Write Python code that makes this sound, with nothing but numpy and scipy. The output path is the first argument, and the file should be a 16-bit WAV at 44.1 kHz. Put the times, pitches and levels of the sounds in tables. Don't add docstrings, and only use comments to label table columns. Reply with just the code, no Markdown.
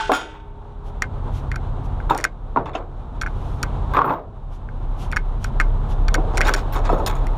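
import sys
import numpy as np
from scipy import signal
from scipy.fft import rfft, irfft, next_fast_len
from scipy.io import wavfile
from scipy.ndimage import minimum_filter1d

SR = 44100
rng = np.random.default_rng(int(sys.argv[2]) if len(sys.argv) > 2 else 0)


def to_wav(s):
    ch = np.atleast_2d(s).T
    pcm = np.round(np.clip(ch, -1, 1) * 32767)
    wavfile.write(sys.argv[1], SR, pcm.astype(np.int16))


N = 325017

# start_s, low_db, mid_db, shudder_db, knock_hz, boom_db
DECK_THUMPS = [(0.095, 7, -3, -5.5, 650, -45), (0.0968, -4, -1.5, -16, 1040, -45),
               (0.117, 17, 8, -20.5, 737, -45), (0.119, -11, -5, -14, 1120, -50),
               (2.095, -13, -16, -12, 985, -39), (2.108, -0.5, 3.5, -4, 945, -24),
               (2.155, -14, -9, -8, 870, -35), (2.561, 1, -4.5, -8, 1090, -38),
               (2.572, 3.5, 4.5, -8, 954, -14.5), (2.66, -17, -14.5, 2, 900, -46),
               (2.751, -9, -7.5, -3, 670, -49), (3.947, -24.5, -14, 2, 1140, -39),
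               (3.9688, -7, -3.5, 1, 1230, -35), (3.9899, -2, 7.5, -1.5, 1108, -16),
               (4.0171, 4, 8.5, -6, 1098, -19), (4.044, -0.5, 2, 1, 1350, -22),
               (4.059, -13, -1, -5, 1000, -15), (4.078, 1, 4, -8, 1113, -15.5),
               (4.093, -20, -2, 0.5, 1100, -14), (4.106, 5.5, 4.5, -8, 870, -23),
               (6.18, -3.5, -22, -24, 986, -29), (6.7597, -21, -20, 4, 850, -53),
               (6.8923, -27, -12, -1, 984, -42), (6.8995, -25, -9.5, -9, 696, -35),
               (6.929, -5, -12, -6.5, 490, -27.5), (7.003, -28, -19, -10, 865, -49),
               (7.015, -16, -32, -8, 770, -55)]
# start_s, length_s, peak_db, bass_offset_db
DECK_DRAGS = [(3.975, .165, -2, -7), (6.118, 0.09, -34, 10), (6.328, .2, -26, 6), (6.849, 0.18, -28, 6)]
# pitch_hz, level_db, t60_s
DECK_MODES = [(258, -20, 0.076), (300.3, -12, 0.076), (620, -12.5, 0.016), (835, -9, 0.06),
              (1090, -25, 0.018), (1347, -10.5, 0.059)]
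# freq_hz, density_db
SHUDDER_SPECTRUM = [(170, -16), (270, -4), (400, -1), (700, -2.5), (1100, -0.5), (1400, -11), (1900, -25.5),
                    (3000, -32), (6000, -41.5)]
# freq_hz, density_db
BOOM_SPECTRUM = [(85, -19), (125, 6), (165, -0.5), (205, -8), (280, -8)]

# start_s, body_db, low_ping_db, mid_ping_db, high_ping_db, body_hz
FITTING_CLACKS = [(1.0213, 3, -24, -8, -19, 1860), (1.0243, -10.5, -25, -25, -34, 1670),
                  (1.0406, -14, -42, -48, -53, 1550), (1.516, -11, -20, -30, -37, 1890),
                  (1.522, -22, -29, -43, -56, 1650), (1.5423, -18, -43, -54, -54, 1450),
                  (1.5586, -20, -16, -26, -35, 1750), (1.5615, -15, -32, -36, -48, 1470),
                  (2.002, -21, -50, -56, -55, 1500), (2.1482, -24, -13, -16, -30, 1860),
                  (2.1772, -17, -11, -12, -11, 1630), (2.1862, -10, -34, -17, -34, 1890),
                  (2.2013, -10, -30, -21, -31, 1790), (2.2098, -24, -22, -20, -29, 2010),
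                  (2.241, 5.5, 0, 1.5, -5.5, 1940), (2.25, 9.5, -15, -8.5, -14, 1570),
                  (3.2136, -16, -5, -16, -34, 1640), (3.2173, -6.5, -26, -26, -35, 1400),
                  (3.2205, -27, -28, -23, -31, 1726), (3.2255, -20, -24, -30, -31, 1440),
                  (3.2335, -11, -34, -45, -45, 1550), (3.262, -10.5, -37, -42, -52, 1630),
                  (3.2655, -14, -43, -32, -44, 1530), (3.2721, -13.5, -42, -48, -66, 1530),
                  (3.6294, -17, -9, -11, -18, 1840), (3.6334, -6, -32, -26, -33, 1394),
                  (3.6368, -13.5, -32, -28, -42, 1390), (4.6881, -16.5, -45.5, -54, -60, 1570),
                  (5.116, -27, -34, -25.5, -29, 2430), (5.1247, -13, -6, -35, -32, 1930),
                  (5.131, -6.5, -30, -37, -52, 1500), (5.1622, -9, -36, -18, -30, 1700),
                  (5.1676, 5, -27, -11, -25, 1680), (5.1717, -1.5, -17, -21, -40, 1640),
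                  (5.4431, -27, -13, -13, -24, 1990), (5.446, -7.5, -39, -31, -42, 1420),
                  (5.6001, 4, -16, -15, -29, 1830), (5.6056, -3, -29, -20, -35, 1530),
                  (5.612, -5, -28, -24, -30, 1480), (5.6146, -10, -36, -34, -34, 1610),
                  (6.0825, -17, -4, -22, -34, 1750), (6.0863, -14, -15, -29, -46, 1580),
                  (6.1423, -25, -2, -11, -16, 1730), (6.145, -2.5, -26, -24, -43, 1490),
                  (6.149, -7, -23, -20, -24, 1790), (6.153, -20, -12, -23, -32, 1670),
                  (6.3726, -14, -35, -9.5, -21, 2250), (6.378, -8, -24, -9, -23, 1570),
                  (6.3816, -11, -28, -35, -35, 2050), (6.4072, -2, -22, -22, -23, 1560),
                  (6.4134, 0, -1, -9.5, -19, 2000), (6.4186, -5, -14, -24, -34, 1940),
                  (6.483, -9, -20, -16, -23, 1760), (6.488, -9, -21, -32, -32, 1450),
                  (6.4925, -2.5, -19, -17, -22, 1610), (6.538, -18, -0.5, -7, -17, 1640),
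                  (6.5402, -3.5, -21, -20, -36, 1560), (6.5448, -22, -8, -13, -22, 1870),
                  (6.549, -8, -19, -21, -26, 1698), (7.2685, -22, -28, -32, -33.5, 1988)]
# pitch_hz, level_db, t60_s
FITTING_MODES = [(692, -23, 0.0053), (1272, -13.5, 0.014), (1536, -22.5, 0.077), (2140, -22.5, 0.073),
                 (2314, -0.5, 0.0053), (2510, -13.5, 0.014), (3480, -14, 0.0075), (4450, -2.5, 0.0058),
                 (5650, -5, 0.013), (6850, -0.5, 0.007), (7820, -7.5, 0.0041), (9210, 1, 0.0053),
                 (12300, -5, 0.0055), (13800, -15, .003)]
# freq_hz, density_db
CRACK_SPECTRUM = [(2500, 4.5), (6000, -0.5), (10000, -5.5), (16000, -18.5)]
BUZZ_SPECTRUM = [(250, 18.5), (900, 8.5), (1500, 14), (2300, 6.5), (3200, -4), (7000, -15.5),
                 (14000, -43)]

# start_s, clank_db, jingle_db, ping_db
CHAIN_JERKS = [(0.001, -21.5, -29, -52), (0.118, -3.5, -17, -25), (0.148, -9, -14, -22),
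               (0.34, -30, -56, -66), (2.099, -21, -40, -47), (2.111, -18.5, -31, -57.5),
               (2.658, -24.5, -44, -84), (2.734, -26.5, -45, -80), (2.752, -25.5, -38, -76),
               (3.937, -22, -56, -50), (3.9695, -19, -68, -56), (4.017, -14, -65, -40),
               (4.043, -21, -55, -33), (4.058, -24, -52, -25.5), (4.094, -13.5, -54, -36),
               (4.12, -27, -43, -41), (6.452, -21, -33, -52), (6.47, -17.5, -32, -41),
               (6.562, -28.5, -36, -48), (6.724, -34, -48, -32.5), (6.7336, -29.5, -46, -51),
               (6.759, -29, -36, -71), (6.853, -28.5, -42, -76), (6.892, -29.5, -40.5, -69),
               (6.925, -32.5, -42, -52), (6.982, -41, -45, -61), (7.063, -27, -21, -27.5),
               (7.0714, -21, -37, -50), (7.153, -38, -45, -52)]
# clank_db, jingle_db, ping_db
THUMP_SHAKE_DB = (-32.5, -57.5, -67)
# pitch_hz, level_db, t60_s
LINK_MODES = [(1625, -15.5, 0.1), (2562, -10, 0.06), (3530, -7, 0.05), (4300, -11.5, 0.031),
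              (5390, -3, 0.033), (6940, -1, 0.035), (8240, -11.5, 0.025), (9340, -3, 0.04)]
LINK_PING_MODES = [(13700, -5.5, .19), (14600, -12, .11)]
# freq_hz, density_db
CLANK_SPECTRUM = [(800, 18), (1500, 13.5), (2000, 3), (2750, -1.5), (3400, -3.5), (4300, -12),
                  (5500, -31.5), (8000, -29.5)]
JINGLE_SPECTRUM = [(3000, 9.5), (4500, 4.5), (5500, -2.5), (6100, 3), (6800, 8.5), (7800, -5), (9500, -2.5),
                   (12000, -25.5)]
PING_SPECTRUM = [(10500, -10.5), (12500, -12.5), (13400, 3), (14000, -5.5), (14700, -0.5), (15400, -12.5)]

# centre_s, half_width_s, grating_db, sizzle_db
CHAIN_SCRAPES = [(2.184, 0.052, -35, -44), (2.672, .012, -40, -54), (2.76, 0.019, -34, -51),
                 (3.98, 0.023, -27, -51), (4.117, .025, -34, -53), (6.37, 0.03, -43, -47),
                 (6.428, 0.016, -31, -55), (6.481, 0.041, -28.5, -40.5), (6.578, 0.036, -38, -44),
                 (6.74, 0.0075, -50, -42), (6.857, 0.011, -38, -42), (7.072, 0.009, -44, -50)]
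# pitch_hz, gain_db, t60_s
GRATE_MODES = [(1130, -7.5, .012), (1440, 2, .014), (1630, 1, 0.014), (2000, -3, .01), (2420, -2, .009),
               (2950, -7, .008), (3500, -10, 0.0076), (4200, -14.5, .006)]
# freq_hz, density_db
SIZZLE_SPECTRUM = [(2500, 6), (4500, 8.5), (7000, 2), (10000, -7.5), (13000, -24.5)]

# start_s, level_db
BINDER_HITS = [(2.658, -38), (2.751, -23), (7.066, -35)]
# pitch_hz, level_db, t60_s
BINDER_MODES = [(2320, -17, 0.19), (2530, -4, 0.054), (2660, 3, 0.062), (2890, -2, 0.061),
                (3130, -3.5, 0.087), (3620, -5.5, 0.056), (5170, -14, .06), (5600, -15, 0.044),
                (6330, -11, 0.045)]

# start_s, level_db
FRAME_HITS = [(.001, 14), (0.135, 19.5)]
# pitch_hz, t60_s, first_hit_db, second_hit_db
FRAME_MODES = [(310, 0.8, -71, -40.5), (411, 4.2, -44.5, -66.5), (718, 0.49, -43, -43),
               (766, 0.26, -51, -29), (882, 0.26, -22.5, -30), (903, 1.6, -50, -44), (1280, 0.55, -48, -44),
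               (1383, 0.45, -38, -34), (1413, 0.22, -36, -21), (1496, 0.56, -34.5, -39),
               (1526, 0.68, -36, -40), (1630, 0.53, -43, -46), (1980, 0.38, -50, -43),
               (2270, 0.7, -61, -49.5), (2560, 0.51, -57, -47), (2740, 0.33, -51, -50),
               (2820, 0.29, -51, -58), (3115, 0.46, -43.5, -43), (3181, 0.33, -41, -35),
               (3360, 0.69, -52, -52), (3440, 0.33, -48, -38.5), (3590, 0.32, -48, -40),
               (3800, 0.31, -48, -42), (4140, 0.4, -47, -55), (4850, 0.22, -52, -43),
               (5400, 0.21, -49, -43), (6650, 0.3, -59, -46), (6840, 0.24, -64, -37), (8550, .18, -60, -58),
               (9200, 0.34, -65, -54), (10550, 0.24, -76, -48)]
# freq_hz, density_db
SHIMMER_SPECTRUM = [(250, 5), (800, -5), (1500, 4), (2100, -2), (3400, -2), (5000, -1.5), (7000, -5.5),
                    (11000, -21)]

# centre_s, half_width_s, level_db
CLOTH_SWISHES = [(0.877, 0.03, -52), (1.368, 0.039, -50), (1.854, 0.018, -55.5), (3.495, 0.18, -58),
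                 (4.545, 0.03, -47.5), (5.023, 0.038, -42), (5.445, 0.036, -47.5), (5.915, 0.025, -48.5)]
# freq_hz, density_db
CLOTH_SPECTRUM = [(1200, 3.5), (3300, 13.5), (4800, 4), (6000, 6), (8000, -2), (12000, -1.5), (15000, -25)]

# time_s, firing_db, rumble_db, street_db
BACKGROUND_LEVELS = [(0.0, -27.5, -30.5, -40), (1.3, -29, -26.5, -40.5), (2.9, -27.5, -28.5, -43),
                     (3.7, -32, -24.5, -39), (4.5, -21, -23.5, -37.5), (5.8, -18, -24.5, -39),
                     (7.37, -20.5, -27.5, -35.5)]
# crank_multiple, level_db
EXHAUST_ORDERS = [(4, 6), (4.5, 0.5), (6, 2), (7, -9), (9, 2), (12, 1), (13, -5.5), (15.5, -8.5), (21, -13)]
# freq_hz, density_db
WIND_SPECTRUM = [(12, -10), (25, 3.5), (47, 3), (65, -3.5), (85, 3), (112, -6), (170, -13), (260, -15),
                 (500, -49.5)]
# freq_hz, density_db
STREET_SPECTRUM = [(120, -9.5), (300, 2.5), (410, 3.5), (560, 0.5), (900, 4), (1300, -4.5), (1900, -20),
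                   (2600, -23), (3700, -21), (4800, -35), (6500, -36.5), (10000, -42), (15000, -60.5)]


def deck(lowpass_hz=2800):
    blows = list(DECK_THUMPS) + drag_slips()
    start_s, low_db, mid_db, shudder_db, knock_hz, boom_db = np.transpose(blows)
    knock = ring(start_s, knock_hz, mid_db, t60_s=0.048, contact_s=0.00026)
    knock += strike(blows, [400, 950], DECK_MODES, contact_s=0.0016, scatter_db=-1.5, detune=0.088)
    tail = decay(start_s, low_db + shudder_db - 8, t60_s=0.46) * noise(SHUDDER_SPECTRUM, high_hz=790)
    tail += decay(start_s, mid_db + shudder_db - 9, t60_s=0.26) * noise(SHUDDER_SPECTRUM, low_hz=770)
    tail += decay(start_s, boom_db, t60_s=0.36) * noise(BOOM_SPECTRUM)
    return signal.sosfilt(signal.butter(2, lowpass_hz, fs=SR, output="sos"), knock + tail)


def drag_slips(count=12, centre_hz=1047, spread=0.214, swell_db=2, shudder_db=1.5, boom_offset_db=-24.5):
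    thumps = []
    for start_s, length_s, peak_db, bass_offset_db in DECK_DRAGS:
        for k, (late, shift) in enumerate(rng.uniform(-0.999, 1, (count, 2))):
            progress = (k + 0.5 + 0.5 * late) / count
            mid_db = peak_db - swell_db * (2 * progress - 1) ** 2
            knock_hz = centre_hz * (1 + spread * shift)
            thumps.append((start_s + length_s * progress, mid_db + bass_offset_db, mid_db,
                           shudder_db, knock_hz, mid_db + boom_offset_db))
    return thumps


def fitting(neutral_hz=1670, lean_db_per_octave=16):
    start_s, body_db, low_db, mid_db, high_db, body_hz = np.transpose(FITTING_CLACKS)
    knock = ring(start_s, body_hz, body_db, t60_s=0.01, contact_s=0.00066)
    lean_db = lean_db_per_octave * np.log2(body_hz / neutral_hz)
    contacts = np.column_stack([start_s, body_db - lean_db, body_db + lean_db, low_db, mid_db, high_db])
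    pings = strike(contacts, [1560, 2140, 3500, 5700, 9000], FITTING_MODES,
                   contact_s=0.0005, scatter_db=3, detune=0.018)
    crack_db = np.maximum(mid_db, high_db) - 17
    crack = decay(start_s, crack_db, t60_s=0.027, rise_s=0.0003) * noise(CRACK_SPECTRUM)
    buzz = decay(start_s, body_db - 28, t60_s=0.11) * noise(BUZZ_SPECTRUM)
    return knock + pings + crack + buzz


def chains(tick_t60_s=0.0061, grain_db=4):
    shakes = [(start_s, *np.add(mid_db, THUMP_SHAKE_DB)) for start_s, _, mid_db, *_ in DECK_THUMPS]
    jerks = list(CHAIN_JERKS) + shakes
    start_s, clank_db, jingle_db, ping_db = np.transpose(jerks)
    contacts = rebounds(jerks, count=3, gap_s=0.011, loss_db=4.5)
    tick_s, tick_clank_db, tick_jingle_db, _ = contacts.T
    steel = rms_one(from_db(-4) * white() + partials(count=420))
    steel *= from_db(grain_db * (drift(330) - 1))
    clank = np.hypot(decay(start_s, clank_db, t60_s=0.23, rise_s=0.002),
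                     decay(tick_s, tick_clank_db + 2, tick_t60_s))
    jingle = np.hypot(decay(start_s, jingle_db - 2, t60_s=0.074, rise_s=0.0073),
                      decay(tick_s, tick_jingle_db + 2, tick_t60_s))
    spray = clank * noise(CLANK_SPECTRUM, source=steel) + jingle * noise(JINGLE_SPECTRUM, source=steel)
    spray += decay(start_s, ping_db - 3, t60_s=0.05, rise_s=0.0058) * noise(PING_SPECTRUM, source=steel)
    pings = strike(np.column_stack([start_s, ping_db]), [14000], LINK_PING_MODES,
                   contact_s=0.0024, scatter_db=12, detune=0.003)
    links = strike(contacts, [3200, 6000, 13500], LINK_MODES,
                   contact_s=0.0004, scatter_db=11, detune=0.063)
    return spray + pings + from_db(-5) * links


def rebounds(hits, count, gap_s, loss_db):
    hits = np.array(hits)
    delay_s = np.cumsum(gap_s * rng.uniform(0.3, 1.7, (len(hits), count)), axis=1)
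    later = [np.column_stack([hits[:, 0] + delay_s[:, k], hits[:, 1:] - loss_db * (k + 1)])
             for k in range(count)]
    return np.vstack([hits, *later])


def chain_scrapes(snags_per_s=1200, lowpass_hz=3800, grain_db=4):
    grating, sizzle = 0, 0
    for centre_s, half_width_s, grating_db, sizzle_db in CHAIN_SCRAPES:
        envelope = swell(centre_s, half_width_s)
        grating += from_db(grating_db) * envelope
        sizzle += from_db(sizzle_db) * envelope
    snags = rng.random(N) < snags_per_s / SR
    snags = snags * from_db(-np.minimum(rng.exponential(1, N), 3))
    modes = 0
    for pitch_hz, gain_db, t60_s in GRATE_MODES:
        radius = from_db(-60 / (t60_s * SR))
        resonator = [1, -2 * radius * np.cos(2 * np.pi * pitch_hz / SR), radius ** 2]
        modes += from_db(gain_db) * signal.lfilter([1, 0, -1], resonator, snags * white() + 1e-18)
    modes = signal.sosfilt(signal.butter(4, lowpass_hz, fs=SR, output="sos"), modes)
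    grit = rms_one(white() * from_db(grain_db * drift(500)))
    return grating * rms_one(modes) + sizzle * noise(SIZZLE_SPECTRUM, source=grit)


def binder():
    return strike(BINDER_HITS, [3000], BINDER_MODES, contact_s=0.0006, scatter_db=2, detune=0.012)


def frame(shimmer_db=-39, jangle_db=2):
    start_s, hit_db = np.transpose(FRAME_HITS)
    clear = sum(ring(start_s, pitch_hz, hit_db + mode_db, t60_s, contact_s=0.00018)
                for pitch_hz, t60_s, *mode_db in FRAME_MODES)
    crowd = rms_one(partials(count=420) + from_db(-6) * white())
    crowd *= from_db(jangle_db * drift(120))
    low = noise(SHIMMER_SPECTRUM, high_hz=3850, source=crowd)
    high = noise(SHIMMER_SPECTRUM, low_hz=1300, source=crowd)
    level_db = hit_db + shimmer_db
    return clear + low * decay(start_s, level_db, t60_s=0.65) + high * decay(start_s, level_db, t60_s=0.4)


def clothing():
    envelope = sum(from_db(level_db) * swell(centre_s, half_width_s)
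                   for centre_s, half_width_s, level_db in CLOTH_SWISHES)
    return envelope * noise(CLOTH_SPECTRUM)


def truck(firing_db, rumble_db, crank_hz=10.9, throb_period_s=0.4, throb_depth=0.42, trough_s=6.265):
    crank_rad = 2 * np.pi * np.cumsum(crank_hz * (1 + 0.00462 * drift(4))) / SR
    overtones = 0
    for multiple, level_db in EXHAUST_ORDERS:
        gain = from_db(level_db + 1.5 * drift(8.3))
        overtones += gain * np.sin(multiple * crank_rad + rng.uniform(0, 2 * np.pi))
    throb = 1 - throb_depth * np.cos(2 * np.pi * (np.arange(N) / SR - trough_s) / throb_period_s)
    firing = throb * np.sin(3 * crank_rad)
    return np.sqrt(2) * (from_db(firing_db) * firing + from_db(rumble_db - 12.5) * overtones)


def wind(rumble_db):
    return from_db(rumble_db - 2 + 1.1 * drift(4.9)) * noise(WIND_SPECTRUM)


def street(street_db):
    return from_db(street_db + 3 + 1.1 * drift(25)) * noise(STREET_SPECTRUM)


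def strike(blows, bands_hz, modes, contact_s, scatter_db, detune):
    blows, out = np.array(blows), 0
    bands_db = blows[:, 1:len(bands_hz) + 1]
    for k, (mode_hz, mode_db, t60_s) in enumerate(modes):
        force_db = np.array([np.interp(np.log(mode_hz), np.log(bands_hz), row) for row in bands_db])
        shift, favour = rng.uniform(-0.98, 1, (len(blows), 2)).T
        level_db = force_db + mode_db + scatter_db * favour
        out += (-1) ** k * ring(blows[:, 0], mode_hz * (1 + detune * shift), level_db, t60_s, contact_s)
    return out


def ring(start_s, pitch_hz, level_db, t60_s, contact_s):
    out = np.zeros(N)
    t = np.arange(int(1.5 * t60_s * SR)) / SR
    envelope = from_db(-60 * t / t60_s) * (1 - np.exp(-(t / contact_s) ** 2))
    for at_s, hz, db in np.broadcast(start_s, pitch_hz, level_db):
        first = int(np.clip(at_s * SR, 0, N - 1))
        tone = from_db(db) * envelope * np.sin(2 * np.pi * hz * t)
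        out[first:first + len(t)] += tone[:N - first]
    return out


def decay(start_s, level_db, t60_s, rise_s=0.000094):
    energy = np.bincount(np.clip(start_s * SR, 0, N - 1).astype(int), from_db(level_db) ** 2, N)
    retained = from_db(-120 / (t60_s * SR))
    lag = np.exp(-1 / (rise_s * SR))
    return np.sqrt(signal.lfilter([1 - lag], np.convolve([1, -retained], [1, -lag]), energy + 1e-18))


def swell(centre_s, half_width_s):
    return np.exp(-((np.arange(N) / SR - centre_s) / half_width_s) ** 2)


def noise(spectrum, low_hz=10, high_hz=SR / 2, source=None):
    size = next_fast_len(N)
    hz = np.arange(size // 2 + 1) * SR / size + 1e-3
    freq_hz, density_db = np.transpose(spectrum)
    colour_db = np.interp(np.log(hz), np.log(freq_hz), density_db, left=-np.inf, right=-np.inf)
    band = (hz >= low_hz) & (hz < high_hz)
    bins = rfft(white() if source is None else source, size)
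    return irfft(bins * rms_one(from_db(colour_db)) * band, size)[:N]


def partials(count):
    bins = np.zeros(N // 2 + 1, complex)
    chosen = rng.integers(1, N // 2, count)
    bins[chosen] = rng.standard_normal(count) + 1j * rng.standard_normal(count)
    return rms_one(irfft(bins, N))


def drift(rate_hz):
    knots = rng.standard_normal(4096)
    return rms_one(np.interp(np.arange(N) / SR * rate_hz, np.arange(len(knots)), knots))


def white():
    return rng.standard_normal(N)


def rms_one(x):
    return x / np.sqrt(np.mean(x ** 2) + 1e-20)


def from_db(db):
    return 10 ** (np.asarray(db) / 20)


def gain_control(x, ceiling_db=-4.5, recovery_db_per_s=13.5, start_duck_db=10.5, attack_s=0.0012):
    over_db = np.maximum(20 * np.log10(np.abs(x[0]) + 1e-9) - ceiling_db, 0)
    over_db = -minimum_filter1d(-over_db, size=150)
    recovered_db = recovery_db_per_s * np.arange(N) / SR
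    duck_db = np.maximum.accumulate(np.maximum(over_db + recovered_db, start_duck_db)) - recovered_db
    lag = np.exp(-1 / (attack_s * SR))
    smooth_db, _ = signal.lfilter([1 - lag], [1, -lag], duck_db, zi=[lag * start_duck_db])
    return x * from_db(-smooth_db)


def scene():
    time_s, *curves_db = np.transpose(BACKGROUND_LEVELS)
    firing_db, rumble_db, street_db = [np.interp(np.arange(N) / SR, time_s, db) for db in curves_db]
    background = truck(firing_db, rumble_db) + wind(rumble_db) + street(street_db)
    trailer = fitting() + deck() + chains() + chain_scrapes() + binder() + frame()
    return (trailer + clothing() + background)[None]


def record(dry, clip_level=0.68, stopband_hz=16600):
    ducked = gain_control(dry)
    rounded = ducked / (1 + (ducked / clip_level) ** 6) ** (1 / 6)
    return signal.sosfilt(signal.cheby2(14, 60, stopband_hz, fs=SR, output="sos"), rounded)


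dry = scene()
out = record(dry)
to_wav(out)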